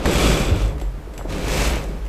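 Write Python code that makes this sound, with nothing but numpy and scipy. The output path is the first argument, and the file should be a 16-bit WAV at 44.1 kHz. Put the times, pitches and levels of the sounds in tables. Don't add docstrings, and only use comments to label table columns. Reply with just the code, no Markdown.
import sys
import numpy as np
from scipy import signal
from scipy.fft import rfft, irfft, next_fast_len
from scipy.io import wavfile
from scipy.ndimage import uniform_filter1d, map_coordinates

SR = 44100
rng = np.random.default_rng(int(sys.argv[2]) if len(sys.argv) > 2 else 0)


def gain_from_decibels(decibels):
    exponent = np.asarray(decibels, float) / 20
    return 10 ** exponent


def master(y):
    cut = np.clip(np.atleast_2d(y).T, -1, 1)
    pcm = np.round(cut * 32767)
    wavfile.write(sys.argv[1], SR, pcm.astype(np.int16))


N = 91772

# time_s, rasp_db, ring_over_rasp_db, dulling_db
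PULLS = [
    [(0, -38.5, -15, 7), (.05, -32.5, -19, 0.5), (.06, -28.5, -6, -1.5), (.27, -23.5, -4.5, -4.5),
     (.455, -32, -2.5, -3), (.545, -35.5, -6, 6), (.62, -34.5, -8.5, -1), (.7, -45.5, 0, 1),
     (.78, -68, -2, -3)],
    [(1.27, -55, -12, 0), (1.3, -35, -11, -5.5), (1.41, -35.5, -10.5, -5), (1.53, -28, -3.5, -10),
     (1.65, -26.5, -5.5, -11), (1.77, -31, -9.5, 2), (1.87, -46.5, -5, -8), (1.97, -50, -7, -5),
     (2.08, -52, -10, -2)],
]
# freq_hz, density_db_per_hz
RASP_SPECTRA = [
    [(400, -30), (700, -7.5), (1300, 0.5), (1750, -7), (2800, -3.5), (4300, -9), (8000, -14.5),
     (15300, -34.5)],
    [(410, -8), (700, 0.5), (1460, -3.5), (2580, -4.5), (4110, -10.5), (6050, -16.5), (10700, -28),
     (12000, -32), (15300, -40)],
]
# centre_hz, width_hz, level_db
NEAR_RAIL = [(1100, 150, -4), (2380, 200, 1), (3350, 130, 1), (3500, 200, -1), (4810, 100, -11),
             (5900, 120, -13), (7660, 80, -5), (7800, 120, -8), (11520, 120, -12), (11720, 150, -15),
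             (14300, 280, -20)]
# centre_hz, width_hz, level_db
FAR_RAIL = [(2250, 250, 3), (2655, 130, 2.5), (3900, 110, -7), (5280, 110, -7), (6060, 440, -7.5),
            (7920, 500, -6), (9700, 150, -10.5), (11950, 460, -9.5)]
SLIPS_PER_S, SLIP_SPREAD_DB, SLIP_SHARE = 2500, 3.5, 0.31
JOLT_DB, DULL_HZ = 0.35, 5230

# time_s, level_db
SWING = [(0, -26.5), (.04, -32), (.06, -20), (.17, -23), (.26, -19.5), (.44, -24.5), (.55, -27.5),
         (.7, -33.5), (.83, -38.5), (.92, -46.5), (1.16, -42), (1.28, -34), (1.35, -31), (1.5, -27),
         (1.61, -25.5), (1.76, -28.5), (1.9, -35), (2.08, -46)]
# freq_hz, density_db_per_hz
CLOTH_SPECTRUM = [(25, -5), (50, 4), (100, -5.5), (165, 0), (240, -6), (420, -5.5), (800, -14.5),
                  (2500, -34.5), (6000, -120)]
# centre_hz, width_hz, level_db
FOLD_MODES = [(135, 35, 4.5), (164.3, 14, 8), (300, 16, 7), (425.5, 24, 3.5), (483, 32, -9), (537, 92, 4.5)]
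FOLDS_DB, CLOTH_DB = -6, 2.5
EVEN_BINS, EVEN_FRAMES = 5, 14

# freq_hz, density_db_per_hz
HISS_SPECTRUM = [(25, -0.5), (50, 5), (100, -5), (200, -22.5), (500, -20), (1200, -22.5), (4000, -37),
                 (15300, -46.5)]
HISS_DB = -46

# start_s, peak_db, pitch_hz
KNOCKS = [(0.047, -17, 300), (.056, -14.5, 1190), (.0555, -15, 2540), (0.061, -13.5, 1880),
          (0.072, -14, 286), (.084, -17, 240), (.105, -18, 480), (.124, -13.5, 416), (.144, -15, 190),
          (.256, -17, 288), (0.294, -12, 180), (0.243, -11, 410), (0.392, -18, 299), (.485, -14, 390),
          (.814, -25, 1000), (.819, -28, 860), (.819, -23, 430), (0.88, -38, 1130), (0.975, -31.5, 287),
          (1.074, -27.5, 427), (1.101, -34, 470), (1.192, -24, 840), (1.211, -24.5, 1350),
          (1.210, -28, 790), (1.213, -41, 420), (1.248, -34, 545), (1.2519, -23, 383), (1.255, -24, 800),
          (1.286, -27.5, 880), (1.329, -28, 300), (1.738, -23, 260), (1.89, -26, 238), (1.944, -26.5, 220)]
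KNOCK_CYCLES, KNOCK_DB = 3, 4

# start_s, peak_db, pitch_hz, swell_s
BOOMS = [(0.052, -16, 56, 0.018), (0.139, -14, 51.6, 0.025), (0.218, -13.5, 52, 0.076),
         (0.458, -16, 49.2, 0.06), (0.513, -6.5, 81.5, 0.015), (.551, -17.5, 100, 0.029),
         (.604, -13.5, 49.6, 0.069), (.62, -22.5, 103, 0.063), (0.808, -19.5, 47.3, 0.097),
         (0.328, -39, 53.3, 0.043), (0.401, -21.5, 41, 0.029), (0.742, -21, 60.6, 0.038),
         (.71, -30.5, 142.7, 0.078), (0.861, -36.5, 135, 0.079), (.98, -38, 148, 0.047),
         (1.932, -40, 167, 0.048), (1.048, -29, 51, 0.031), (1.17, -27.5, 45.5, 0.09),
         (1.259, -26.5, 42.8, 0.1), (1.33, -24, 60.6, 0.029), (1.42, -24.5, 50.3, 0.07),
         (1.497, -22.5, 48, 0.041), (1.579, -18, 50.5, 0.038), (1.662, -21, 59, 0.029),
         (1.7078, -14.5, 56.8, 0.053), (1.765, -24.5, 48.2, 0.059), (1.842, -23.5, 47.1, 0.11),
         (1.981, -23, 48.9, 0.12)]

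# start_s, peak_db, ring_over_crack_db, snap_over_crack_db
TICKS = [(0.0559, -15.5, 4.5, -14), (0.109, -26, 15, -11), (.13, -16, 9, -15), (0.182, -22, -5, -2),
         (.2714, -31, -16, -10), (0.3972, -20.5, -13, -7), (0.5582, -25, -2, -17), (0.619, -36, -9, -2),
         (0.66, -40, -8, 0), (.679, -43, -8, 7), (.7208, -42, 0, -15), (.780, -31, -22, -22),
         (.7985, -32, 2, -13), (0.813, -27.5, 5, -11), (1.136, -34, 4, -18), (1.1772, -25, 5.5, -9),
         (1.2938, -33, -14, -12), (1.3015, -35, -14, -10), (1.3226, -24, -20, -18), (1.38, -26, 2, -12),
         (1.4096, -32, -16, -10), (1.4818, -22.5, -14, -4), (1.5736, -15, -14, -12), (1.6759, -19, -14, -7),
         (1.70, -25, -14, -4), (1.757, -37, -14, 7.5), (1.8385, -41.5, -4, 6.5), (2.052, -38, -14, -7),
         (2.062, -33.5, -14.5, -16)]
# freq_hz, level_db
CRACK_SPECTRUM = [(600, -10), (2000, 7), (5000, -3), (10000, -10), (15500, -16)]
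# freq_hz, level_db
SNAP_SPECTRUM = [(3000, -40), (6000, 7), (9000, 2), (12500, -3), (15500, -20)]
# centre_hz, width_hz, level_db
JINGLE_MODES = [(7620, 24, 6), (7770, 52, 2), (8500, 44, -11), (11440, 52, -0.5), (11900, 57, -5),
                (14300, 150, -22)]
# pitch_hz, level_db, t60_s
CHIME_MODES = [(7650, -36, 0.26), (7650, -31.5, .3), (7760, -31, .2), (11700, -35.5, .25),
               (11500, -34, 0.23), (14400, -44, .15)]
TICK_T60_S, RATTLE_T60_S, RATTLE_DB = 0.014, 0.27, -10

# freq_hz, t60_s
ROOM_DECAY = [(100, 1), (1000, 0.19), (10000, 0.38)]
WET_DB, TOP_HZ = -14, 15080


def unit(x):
    return x / np.sqrt(np.mean(x ** 2) + 1e-20)


def along(points, hz):
    f, v = np.transpose(points)
    return np.interp(np.log(hz + 1), np.log(f + 1), v)


def curves(rows, outside=None):
    time_s, *columns = np.transpose(rows)
    t = np.arange(N) / SR
    return [np.interp(t, time_s, column, outside, outside) for column in columns]


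def wobble(rate_hz):
    knots = rng.standard_normal(int(N * 400 / SR) + 4)
    return map_coordinates(knots, [np.arange(N) * min(rate_hz, 400) / SR])


def filtered(x, response):
    m = next_fast_len(N + SR // 2)
    return irfft(rfft(x, m) * response(np.fft.rfftfreq(m, 1 / SR)), m)[:N]


def coloured(x, points):
    return filtered(x, lambda hz: gain_from_decibels(along(points, hz)))


def resonant(x, peaks):
    def response(f):
        total = 0
        for k, (centre_hz, width_hz, db) in enumerate(peaks):
            damping = 1j * f * width_hz
            total = total + (-1) ** k * gain_from_decibels(db) * damping / (centre_hz ** 2 - f * f + damping)
        return total
    return filtered(x, response)


def slips():
    chance = rng.random(N)
    size = np.minimum(rng.exponential(size=N), 5)
    sign_noise, smooth = rng.standard_normal((2, N))
    grains = unit((chance < SLIPS_PER_S / SR) * np.sign(sign_noise) * gain_from_decibels(SLIP_SPREAD_DB * size))
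    return np.sqrt(SLIP_SHARE) * grains + np.sqrt(1 - SLIP_SHARE) * smooth


def gliders():
    out = np.zeros(N)
    for rows, spectrum, rail in zip(PULLS, RASP_SPECTRA, (NEAR_RAIL, FAR_RAIL)):
        level_db, ring_db, dull_db = curves(rows, outside=-120)
        jolt_db = JOLT_DB * wobble(13.5) + 0.29 * wobble(69.4)
        rasp = unit(coloured(slips(), spectrum))
        top = filtered(rasp, lambda hz: 1 / (1 + (DULL_HZ / (hz + 1)) ** 4))
        dulled = rasp - top + gain_from_decibels(-dull_db * (level_db > -120)) * top
        out += gain_from_decibels(level_db + jolt_db - 1.06) * dulled
        drive = slips() * gain_from_decibels(1.6 * wobble(44.9))
        ring = resonant(gain_from_decibels(level_db + ring_db + jolt_db) * drive, rail)
        out += ring / np.std(resonant(drive, rail))
    return out


def even_noise():
    z = signal.stft(rng.standard_normal(N), nperseg=1024, noverlap=768)[2]
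    patch = uniform_filter1d(abs(z) ** 2, size=EVEN_BINS, axis=0)
    patch = uniform_filter1d(patch, size=EVEN_FRAMES, axis=1)
    return signal.istft(z / np.sqrt(abs(patch) + 1e-20), nperseg=1024, noverlap=768)[1][:N]


def cloth():
    motion_db, = curves(SWING)
    swish = unit(coloured(even_noise(), CLOTH_SPECTRUM))
    folds = unit(resonant(even_noise(), FOLD_MODES))
    lumps_db = 0.75 * wobble(29.97) + 0.82 * wobble(90)
    return gain_from_decibels(motion_db + CLOTH_DB + lumps_db) * unit(swish + gain_from_decibels(FOLDS_DB) * folds)


def hiss():
    level_db = HISS_DB + 11 + 0.27 * wobble(3.8)
    return gain_from_decibels(level_db) * unit(coloured(rng.standard_normal(N), HISS_SPECTRUM))


def knocks():
    out = np.zeros(N + SR)
    t = np.arange(SR // 10) / SR
    for start_s, db, hz in KNOCKS:
        u = t * hz / KNOCK_CYCLES * 4
        tone = np.sin(2 * np.pi * hz * t / (1 + 0.04 * u))
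        out[round(start_s * SR):][:len(t)] += gain_from_decibels(db + KNOCK_DB) * u ** 2 * np.exp(-u) * tone
    return out[:N]


def booms():
    out = np.zeros(N)
    t = np.arange(N) / SR
    for start_s, db, hz, swell_s in BOOMS:
        u = np.clip((t - start_s) / swell_s * 2, 0, 60)
        out += gain_from_decibels(db) * u * np.exp(1 - u) * np.sin(2 * np.pi * hz * (t - start_s))
    return out


def ticks():
    crack, ring, snap, chime = np.zeros((4, N + SR))
    t = np.arange(SR // 5) / SR
    blow = gain_from_decibels(-60 * (t / TICK_T60_S) ** 1.56) * (1 - np.exp(-t / 0.0011))
    rattle = gain_from_decibels(RATTLE_DB - 60 * t / RATTLE_T60_S) * (1 - np.exp(-t / 0.0013))
    shape = blow + rattle
    for start_s, db, ring_db, snap_db in TICKS:
        noise = rng.standard_normal((3, len(t)))
        span = slice(round(start_s * SR), round(start_s * SR) + len(t))
        crack[span] += gain_from_decibels(db) * shape * noise[0]
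        ring[span] += gain_from_decibels(db + ring_db) * shape * noise[1]
        snap[span] += gain_from_decibels(db + snap_db) * blow * noise[2]
        for k, (hz, mode_db, t60_s) in enumerate(CHIME_MODES):
            level_db = db + ring_db + mode_db + 1.3 * noise[2, k] - 60 * t / t60_s
            chime[span] += gain_from_decibels(level_db) * np.sin(2 * np.pi * hz * t + k * noise[1, k])
    jingle = resonant(ring[:N] * gain_from_decibels(2.1 * wobble(151.2)), JINGLE_MODES)
    cracks = gain_from_decibels(-5.5) * coloured(crack[:N], CRACK_SPECTRUM)
    return cracks + coloured(snap[:N], SNAP_SPECTRUM) + chime[:N] + gain_from_decibels(-8) * jingle


def room(x):
    hz, t, z = signal.stft(rng.standard_normal(SR // 2), SR, nperseg=256)
    decay = gain_from_decibels(-60 * t / along(ROOM_DECAY, hz)[:, None])
    tail = signal.istft(z * decay, SR, nperseg=256)[1]
    delayed = np.pad(x, (300, 0))
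    return signal.fftconvolve(delayed, tail / np.linalg.norm(tail))[:N]


def scene():
    near = gliders() + knocks() + ticks()
    return (near + gain_from_decibels(WET_DB) * room(near) + cloth() + hiss() + booms())[None]


def roll_off(x):
    return signal.sosfilt(signal.butter(12, 15490, fs=SR, output="sos"), x)


def record(dry):
    band = filtered(dry[0], lambda hz: 1 / (1 + (hz / TOP_HZ) ** 300))
    return roll_off(band[None])


dry = scene()
out = record(dry)
master(out)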